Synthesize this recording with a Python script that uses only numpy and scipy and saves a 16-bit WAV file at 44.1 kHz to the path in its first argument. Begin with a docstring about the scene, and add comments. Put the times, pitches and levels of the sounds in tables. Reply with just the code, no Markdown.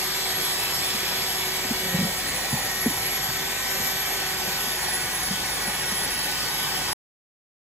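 """From the start a plaster pump runs, heard at two microphone ports: a low drone, a rush of cooling air,
and a fast motor whose hum of shaft orders and thin high whine sag a little in pitch with load.
Close by, a shovel scrapes wet plaster out of a plastic bucket: first sand grains ring the blade in gritty
rasps, then near 2 s it drags along the wall with a stick-slip groan. Dull bumps of the bucket come and go
until about 6 s. The machine runs on, and the sound stops dead just before 7 s."""
import sys
import numpy as np
from scipy import signal
from scipy.fft import rfft, irfft, next_fast_len
from scipy.io import wavfile
from scipy.ndimage import uniform_filter1d

SR = 44100
rng = np.random.default_rng(int(sys.argv[2]) if len(sys.argv) > 2 else 0)


def waveform_to_disk(signal):
    """Save audio, clipped to [-1, 1], as 16-bit WAV at the path in sys.argv[1]."""
    frames = np.transpose(np.atleast_2d(signal))
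    scaled = np.clip(frames, -1, 1) * 32767
    samples = np.round(scaled).astype(np.int16)
    wavfile.write(sys.argv[1], SR, samples)


N = 342657
TIME = np.arange(N) / SR


def gain_of(db):
    """Amplitude ratio of a level in decibels."""
    return 10 ** (np.asarray(db) / 20)


def unit_rms(x):
    """Normalisation to rms 1."""
    return x / np.sqrt(np.mean(x ** 2) + 1e-20)


def curve(rows, t=TIME):
    """Linear interpolation of (time [s], value) rows."""
    return np.interp(t, *np.transpose(rows))


def at_frequency(rows, hz):
    """Interpolation of (frequency [Hz], value) rows on a logarithmic frequency axis."""
    f, value = np.transpose(rows)
    return np.interp(np.log(hz + 1), np.log(f + 1), value)


def add(mix, start_s, sound):
    """Superposition of a sound on the mix."""
    part = mix[round(start_s * SR):][:len(sound)]
    part += sound[:len(part)]


def wander(rate_hz):
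    """Low-pass noise: a smooth random fluctuation of rms 1."""
    size = next_fast_len(N)
    hz = np.fft.rfftfreq(size, 1 / SR)
    spectrum = rfft(rng.standard_normal(size)) / (1 + (hz / rate_hz) ** 4)
    return unit_rms(irfft(spectrum, size)[:N])


def resonate(x, hz, width_hz):
    """Forced resonance with a peak gain of 1 and a centre that follows the curve hz."""
    carrier = np.exp(2j * np.pi * np.cumsum(hz) / SR)
    r = np.exp(-np.pi * width_hz / SR)
    envelope = signal.lfilter([(1 - r) ** 2], [1, -2 * r, r * r], x / carrier + 1e-18)
    return 2 * (carrier * envelope).real


# Likeness of the machine's sound at the two ports: (frequency [Hz], coherence [0-1])
PORT_COHERENCE = [(100, 0.98), (350, 0.95), (600, 0.61), (850, 0.8), (1350, 0.56), (1650, 0.8),
                  (2400, 0.67), (3000, 0.44), (3800, 0.18), (5000, 0.8), (6000, 0.45), (7000, 0.91),
                  (9900, 1.0), (14000, 0.67)]
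# Phase by which the left port leads: (frequency [Hz], phase [rad])
PORT_LEAD = [(100, -0.14), (600, -0.61), (1150, -0.77), (1450, 0.21), (2000, 0.03), (2450, -1.64),
             (3500, -1.9), (4900, -3.09), (5850, -2.0), (6500, -0.44), (7400, 0.17), (9900, 3.14),
             (12400, 6.28), (15000, 9.66)]

def tone(cycles, scatter, fade_hz=6.6, sideways=1):
    """Multipath interference: direct and scattered sound sum to a fading stereo tone of rms 1."""
    mean_hz = cycles[-1] * SR / N
    step_s = 1 / 400
    knots = np.arange(0, N / SR + 1, step_s)
    noise = rng.standard_normal((2, 2, len(knots)))
    r = np.exp(-2 * np.pi * fade_hz * step_s)
    fading = unit_rms(signal.lfilter([1], [1, -2 * r, r * r], noise)) / np.sqrt(2)
    shared, opposed = [np.interp(TIME, knots, real + 1j * imag) for real, imag in fading]
    # a source less far to the side reaches the two ports more nearly together
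    direct = np.exp(-1j * sideways * at_frequency(PORT_LEAD, mean_hz) * np.array([[0], [1]]))
    apart = np.clip(1 - at_frequency(PORT_COHERENCE, mean_hz), 0, 1) * scatter
    field = direct * (1 + scatter * shared) + apart * opposed * np.array([[1], [-1]])
    return unit_rms((field * np.exp(2j * np.pi * (cycles + rng.random()))).real)


# Partials of the slow pump drive: (frequency [Hz], level before the swell [dB])
DRIVE_PARTIALS = [(49, -51.5), (98, -60), (147.5, -53.5), (184, -55.5)]
# Their common swell: (time [s], gain [dB])
DRIVE_SWELL = [(0, -1), (.8, -1.5), (2, 3), (4, 0.5), (5.6, 2.5), (6.9, 3)]

def pump_drive():
    """Periodic vibration of the slow drive radiates a low line spectrum."""
    partials = sum(gain_of(db) * tone(hz * TIME, scatter=0.16, fade_hz=2.3) for hz, db in DRIVE_PARTIALS)
    return partials * gain_of(curve(DRIVE_SWELL))


# Spectrum of the cooling air: (frequency [Hz], relative density [dB])
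AIR_SPECTRUM = [(28, -40.5), (42, -15), (65, -6.5), (130, -3.5), (190, -4.5), (290, -6), (420, -4),
                (600, -4), (1400, -4.5), (3500, -1.5), (5200, -3), (6200, -5.5), (9000, -7.5), (10300, -10),
                (13700, -9), (15600, -30.5)]
# Resonances and one dip of the fan housing: (frequency [Hz], half-width [Hz], gain [dB])
HOUSING_RESONANCES = [(760, 55, 5), (900, 90, 2.6), (1060, 70, 2.6), (1270, 70, 2.6), (1780, 130, 0.6),
                      (2080, 70, -1.8), (3800, 140, 1.5)]
# Shading of the treble along the path: (time [s], gain [dB])
TREBLE_SHADE = [(0, -0.6), (1.1, -1), (2.1, -1.5), (3.0, -1.4), (3.8, -0.9), (5.0, -1.7), (6.9, -2.1)]
# Left port against right in the rush: (frequency [Hz], level difference [dB])
PORT_BALANCE = [(60, 0), (110, -0.5), (200, -1), (380, 1), (700, -1.5), (1290, -2.5), (2380, 0),
                (4400, 0.6), (7000, -0.2), (15000, 0)]

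def cooling_fan(level_db=-27.5, patchy_db=1.5, flutter_db=0.3, ripple_db=3.23):
    """Turbulence makes broadband noise, filtered by the housing, by shading and by reflections."""
    frames, hz = N // 512 + 5, np.fft.rfftfreq(2048, 1 / SR)
    t = np.arange(frames) * 512 / SR
    a, b, c, d, patches, ripple = rng.standard_normal((6, frames, len(hz)))
    patches = unit_rms(uniform_filter1d(uniform_filter1d(patches, 8, axis=0), 16, axis=1))
    # reflections from floor and hopper ripple the spectrum, shifting slowly as people move
    ripple = unit_rms(uniform_filter1d(uniform_filter1d(ripple, 320, axis=0), 4, axis=1))
    ripple *= hz ** 2 / (hz ** 2 + 900 ** 2)  # long waves, below 900 Hz, diffract around them
    housing_db = sum(db / (1 + ((hz - f) / width) ** 4) for f, width, db in HOUSING_RESONANCES)
    shade_db = curve(TREBLE_SHADE, t)[:, None] * hz ** 2 / (hz ** 2 + 2200 ** 2)
    colour_db = at_frequency(AIR_SPECTRUM, hz) + housing_db + shade_db
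    coherence = np.clip(at_frequency(PORT_COHERENCE, hz), 0, .999)
    left = a + 1j * b
    right = coherence * left + np.sqrt(1 - coherence ** 2) * (c + 1j * d)
    right *= np.exp(-1j * at_frequency(PORT_LEAD, hz))
    balance = gain_of(at_frequency(PORT_BALANCE, hz) / 2)
    spectra = np.array([left * balance, right / balance])
    spectra *= gain_of(colour_db + patchy_db * patches + ripple_db * ripple)
    _, rush = signal.istft(np.swapaxes(spectra, -1, -2), nperseg=2048, noverlap=1536)
    return unit_rms(rush[:, :N]) * gain_of(level_db + flutter_db * wander(44.0))


# Hum at the shaft rate: (time [s], level before the trim [dB])
SHAFT_HUM = [(0.0, -42), (1.1, -41.5), (1.98, -38), (2.2, -48), (2.55, -53), (2.84, -43.5), (3.6, -45.5),
             (4.3, -42.5), (4.95, -44.5), (5.2, -50), (6.03, -46), (6.39, -50.5), (6.7, -45), (6.91, -44.5)]
# The three loudest orders, each swelling on its own: {order: (time [s], level [dB])}
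SWELLING_ORDERS = { 4: [(0, -48), (2.9, -48.5), (3.4, -43.5), (4.3, -43.5), (5.5, -45), (6.9, -43.5)],
                   5: [(0, -48), (1.7, -47), (1.9, -42), (2.3, -46), (2.65, -41), (3.05, -40.5),
                   (3.25, -44), (3.9, -43), (4.1, -47), (6.9, -49)], 6: [(0, -50), (1.2, -50), (1.5, -43),
                   (2.15, -43), (2.5, -49), (2.75, -42.5), (3.05, -41), (3.25, -50), (3.7, -44), (4.1, -44),
                   (4.4, -50), (5.4, -47.5), (5.8, -43.5), (6.1, -47.5), (6.9, -51)]}
# Weaker orders; fractional ones come from bearings and gears, and those near 5 beat into a rattle:
# (frequency [multiples of the shaft rate])
WEAK_ORDERS = [2, 2.59, 3, 3.46, 4.33, 4.63, 4.815, 5.37, 7, 8, 10, 11, 12, 13, 15.55, 18, 18.58, 20, 25]
# Strength of each weaker order: (level [dB])
WEAK_ORDER_LEVELS = [-49, -53.5, -52, -55, -53, -50, -49, -53, -51, -50, -53.5, -55, -52, -56, -56, -56,
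                     -56, -57, -57]

def shaft_hum(turns, hum_trim_db=-2.0):
    """Rotation forces vibration at the shaft rate and at multiples of it, the orders."""
    hum = gain_of(curve(SHAFT_HUM) + hum_trim_db) * tone(turns, scatter=0.32, fade_hz=20.76)
    loud = sum(gain_of(curve(level)) * tone(order * turns, scatter=0.46)
               for order, level in SWELLING_ORDERS.items())
    weak = sum(gain_of(db) * tone(order * turns, scatter=0.36, fade_hz=5.1)
               for order, db in zip(WEAK_ORDERS, WEAK_ORDER_LEVELS))
    return hum + loud + weak


def bearings(turns, sag_hz, whirr_order=5.185, thin_order=40.37):
    """Bearings radiate non-integer orders: a whirr that grows as load slows the shaft, and a thin whine."""
    whirr = gain_of(-47.8 + 1.3 * sag_hz) * tone(whirr_order * turns, scatter=0.45, fade_hz=8.0)
    thin = gain_of(-53) * tone(thin_order * turns, scatter=0.4, fade_hz=10.0, sideways=0.72)
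    return whirr + thin


# Tone of the meshing gear: (time [s], level [dB])
MESH_LEVEL = [(0, -48.5), (.5, -43), (1.35, -44.5), (1.7, -50), (3.0, -51.5), (3.7, -49), (4.2, -56),
              (5.4, -54), (6.9, -62.5)]

def gear_mesh(turns, teeth=9):
    """The mesh frequency is the shaft rate times the number of teeth."""
    return gain_of(curve(MESH_LEVEL)) * tone(teeth * turns, scatter=0.6, fade_hz=12.0, sideways=0.9)


# Whine of the passing rotor slots: (time [s], level [dB])
SLOT_WHINE = [(0.0, -36.5), (0.2, -37.5), (0.45, -31), (0.7, -33.5), (1.18, -37), (1.31, -34),
              (2.44, -38.5), (2.85, -31.5), (3.05, -32), (3.3, -34), (3.54, -39), (3.82, -31), (4.1, -34.5),
              (4.45, -38.5), (4.97, -31.5), (5.09, -41), (5.17, -29), (5.26, -32), (5.33, -40.5),
              (5.7, -35.5), (5.85, -32.5), (6.08, -34), (6.45, -39), (6.58, -30.5), (6.7, -38.5),
              (6.91, -35)]
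# Squeaky whistle at half the slot rate: (time [s], level [dB])
SLOT_WHISTLE = [(0, -61.5), (2.5, -58), (3.6, -44.5), (4.75, -56), (4.84, -37.5), (4.93, -55.5),
                (5.38, -57), (5.47, -37.5), (5.55, -52.5), (5.82, -38.5), (6.3, -63), (6.9, -52)]

def rotor_slots(turns, slots=30):
    """Each passing slot gives one cycle of a high whine; a subharmonic whistles an octave below."""
    whine = tone(slots * turns, scatter=0.73, fade_hz=22.0)
    whistle = tone(slots / 2 * turns, scatter=0.4, fade_hz=6.0, sideways=0.8)
    return gain_of(curve(SLOT_WHINE)) * whine + gain_of(curve(SLOT_WHISTLE)) * whistle


# The shaft sags and recovers with load: (time [s], rotation rate [Hz])
SHAFT_SPEED = [(0.0, 375.8), (0.14, 377.8), (0.35, 377.5), (0.53, 374.2), (0.78, 377.6), (0.87, 374.2),
               (1.18, 377.8), (1.6, 376), (1.92, 377.5), (2.2, 373.8), (2.45, 372.8), (2.8, 376),
               (3.05, 376), (3.32, 380.5), (3.7, 382.8), (3.9, 381.5), (4.12, 383), (4.24, 378),
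               (4.76, 375.7), (4.81, 370.8), (5.1, 373.6), (5.21, 372), (5.42, 376), (5.72, 371.2),
               (5.9, 369.8), (6.28, 375.2), (6.4, 372.8), (6.55, 376.6), (6.75, 375), (6.87, 372)]

def motor(usual_hz=376, hunt=0.000824, hunt_hz=5.5, jitter=0.0006, jitter_hz=26.6):
    """Common frequency modulation: every motor tone follows one slightly unsteady shaft."""
    speed_hz = curve(SHAFT_SPEED)
    sag_hz = np.maximum(usual_hz - speed_hz, 0)
    unsteadiness = 1 + hunt * wander(hunt_hz) + jitter * wander(jitter_hz)
    turns = np.cumsum(speed_hz * unsteadiness) / SR
    return shaft_hum(turns) + bearings(turns, sag_hz) + gear_mesh(turns) + rotor_slots(turns)


# Gritty strokes of the steel shovel:
# (start [s], duration [s], resonance [Hz], width [Hz], level [dB], left phase lead [rad])
BLADE_STROKES = [(0.23, 0.31, 3870, 230, -40.5, -2.3), (0.24, 0.32, 3290, 300, -41, -1.4),
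                 (0.30, 0.26, 2520, 260, -44, -1.8), (0.55, 0.18, 2590, 150, -37, -1.6),
                 (0.81, 0.46, 2470, 260, -39.5, -1.6), (0.96, 0.33, 3350, 270, -40.5, -1.8),
                 (1.38, 0.075, 3420, 110, -37, -0.5), (2.17, 0.075, 3400, 130, -41, -0.3)]

def blade_rasps(grains_per_s=640, grain_spread_db=2.5, fade_s=0.038, echo_gain=0.45):
    """Shot noise: sand grains catch on the blade and ring it; the yard adds its own echo at each port."""
    out = np.zeros((2, N))
    for start, length, hz, width_hz, db, lead in BLADE_STROKES:
        t = np.arange(0, length, 1 / SR)
        sizes = gain_of(grain_spread_db * np.minimum(rng.exponential(1, (3, len(t))), 3))
        impacts = sizes * (rng.random(sizes.shape) < grains_per_s / SR)
        rings = [resonate(train, np.full(len(t), hz), width_hz) for train in impacts]
        direct, *echoes = [unit_rms(signal.hilbert(ring)) for ring in rings]
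        envelope = np.clip(np.minimum(t, length - t) / fade_s, 0, 1)
        for port, lag, echo in zip(out, (0, lead), echoes):
            rasp = (direct * np.exp(-1j * lag) + echo_gain * echo).real
            add(port, start, gain_of(db) * envelope * unit_rms(rasp))
    return out


# Modes of the plaster-laden bucket: (frequency [ratio to the main mode], relative level [dB], T60 [s])
BUCKET_MODES = [(1, 0, .048), (.76, -22, .11), (1.9, -18, .05), (3.05, -24, .06)]

def bucket_ring(hz, contact_s, upper_db=0):
    """Damped modal vibration of peak 1, building up over a contact cushioned by wet plaster."""
    t = np.arange(SR // 4) / SR
    modes = sum(gain_of(db + upper_db * (ratio > 1) - 60 * t / t60) * np.sin(2 * np.pi * hz * ratio * t)
                for ratio, db, t60 in BUCKET_MODES)
    ring = modes * (1 - np.exp(-(t / (2 * contact_s)) ** 3))
    return ring / abs(ring).max()


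# The blade drags along the bucket wall: (time [s], level [dB])
DRAG_LEVEL = [(1.78, -52), (1.86, -39), (1.91, -33.5), (1.95, -31), (2.0, -29), (2.04, -33), (2.085, -33),
              (2.12, -52)]
# The air pocket behind the blade rings hollow as the scoop opens: (time [s], resonance [Hz])
POCKET_RESONANCE = [(1.89, 520), (1.94, 537), (1.98, 567), (2.06, 520)]

def shovel_drag(slip_hz=180, rate_spread=0.06, force_spread=0.35, pocket_db=-8.5, judder_db=1.0):
    """Stick-slip friction, roughly in step with the wall's main mode, drives wall and air pocket."""
    cycles = np.cumsum(slip_hz * (1 + rate_spread * wander(40.0))) / SR
    slips = np.diff(np.floor(cycles), prepend=0) * (1 + force_spread * rng.standard_normal(N))
    # each slip tugs and lets go, which leaves little bass and stirs the upper modes
    tug = np.diff(bucket_ring(slip_hz, contact_s=.0013, upper_db=-3))
    wall = unit_rms(signal.oaconvolve(slips, tug)[:N])
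    pocket = unit_rms(resonate(slips, curve(POCKET_RESONANCE), width_hz=55))
    groan = unit_rms((wall + gain_of(pocket_db) * pocket) * gain_of(judder_db * wander(45.0)))
    touching = (TIME > DRAG_LEVEL[0][0]) & (TIME < DRAG_LEVEL[-1][0])
    return groan * gain_of(curve(DRAG_LEVEL)) * touching


# The shovel strikes the bucket: (time [s], peak level [dB], main mode [Hz])
SHOVEL_IMPACTS = [(0.943, -31.5, 211), (1.028, -32.5, 336), (1.645, -30, 243), (1.705, -19.5, 233),
                  (1.94, -19, 159), (1.984, -17.5, 175.5), (2.007, -21, 206), (2.023, -21.5, 166),
                  (2.044, -25, 201), (2.070, -29, 177), (2.525, -21, 221), (2.528, -19.5, 132),
                  (2.550, -32, 215), (2.856, -22.5, 450), (2.859, -13.5, 238), (2.874, -26, 173),
                  (2.9, -28, 286), (3.282, -27.5, 135), (3.796, -30.5, 206), (4.473, -29, 183),
                  (4.671, -32, 217), (5.304, -23.5, 190), (5.325, -29.5, 186), (5.674, -29, 193),
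                  (5.916, -30, 201)]

def shovel_bumps(contact_cycles=0.76):
    """Impact excitation: soft blows, single or in a juddering run, set the bucket's modes ringing."""
    out = np.zeros(N)
    for start, db, hz in SHOVEL_IMPACTS:
        add(out, start, gain_of(db) * bucket_ring(hz, contact_s=contact_cycles / hz))
    return out


def scene():
    """Superposition: the machine fills the yard; the bucket is close and central."""
    machine = cooling_fan() + motor() + pump_drive()
    return machine + blade_rasps() + shovel_drag() + shovel_bumps()


def record(dry, stop_s=6.933, cutoff_hz=15750):
    """Gating and band limiting: an abrupt stop, then a steep low-pass filter."""
    gate = np.clip((stop_s - TIME) / .002, 0, 1)
    lowpass = signal.firwin(2047, cutoff_hz, window=("kaiser", 9), fs=SR)
    return signal.oaconvolve(dry * gate, lowpass[None], "same")


dry = scene()
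out = record(dry)
waveform_to_disk(out)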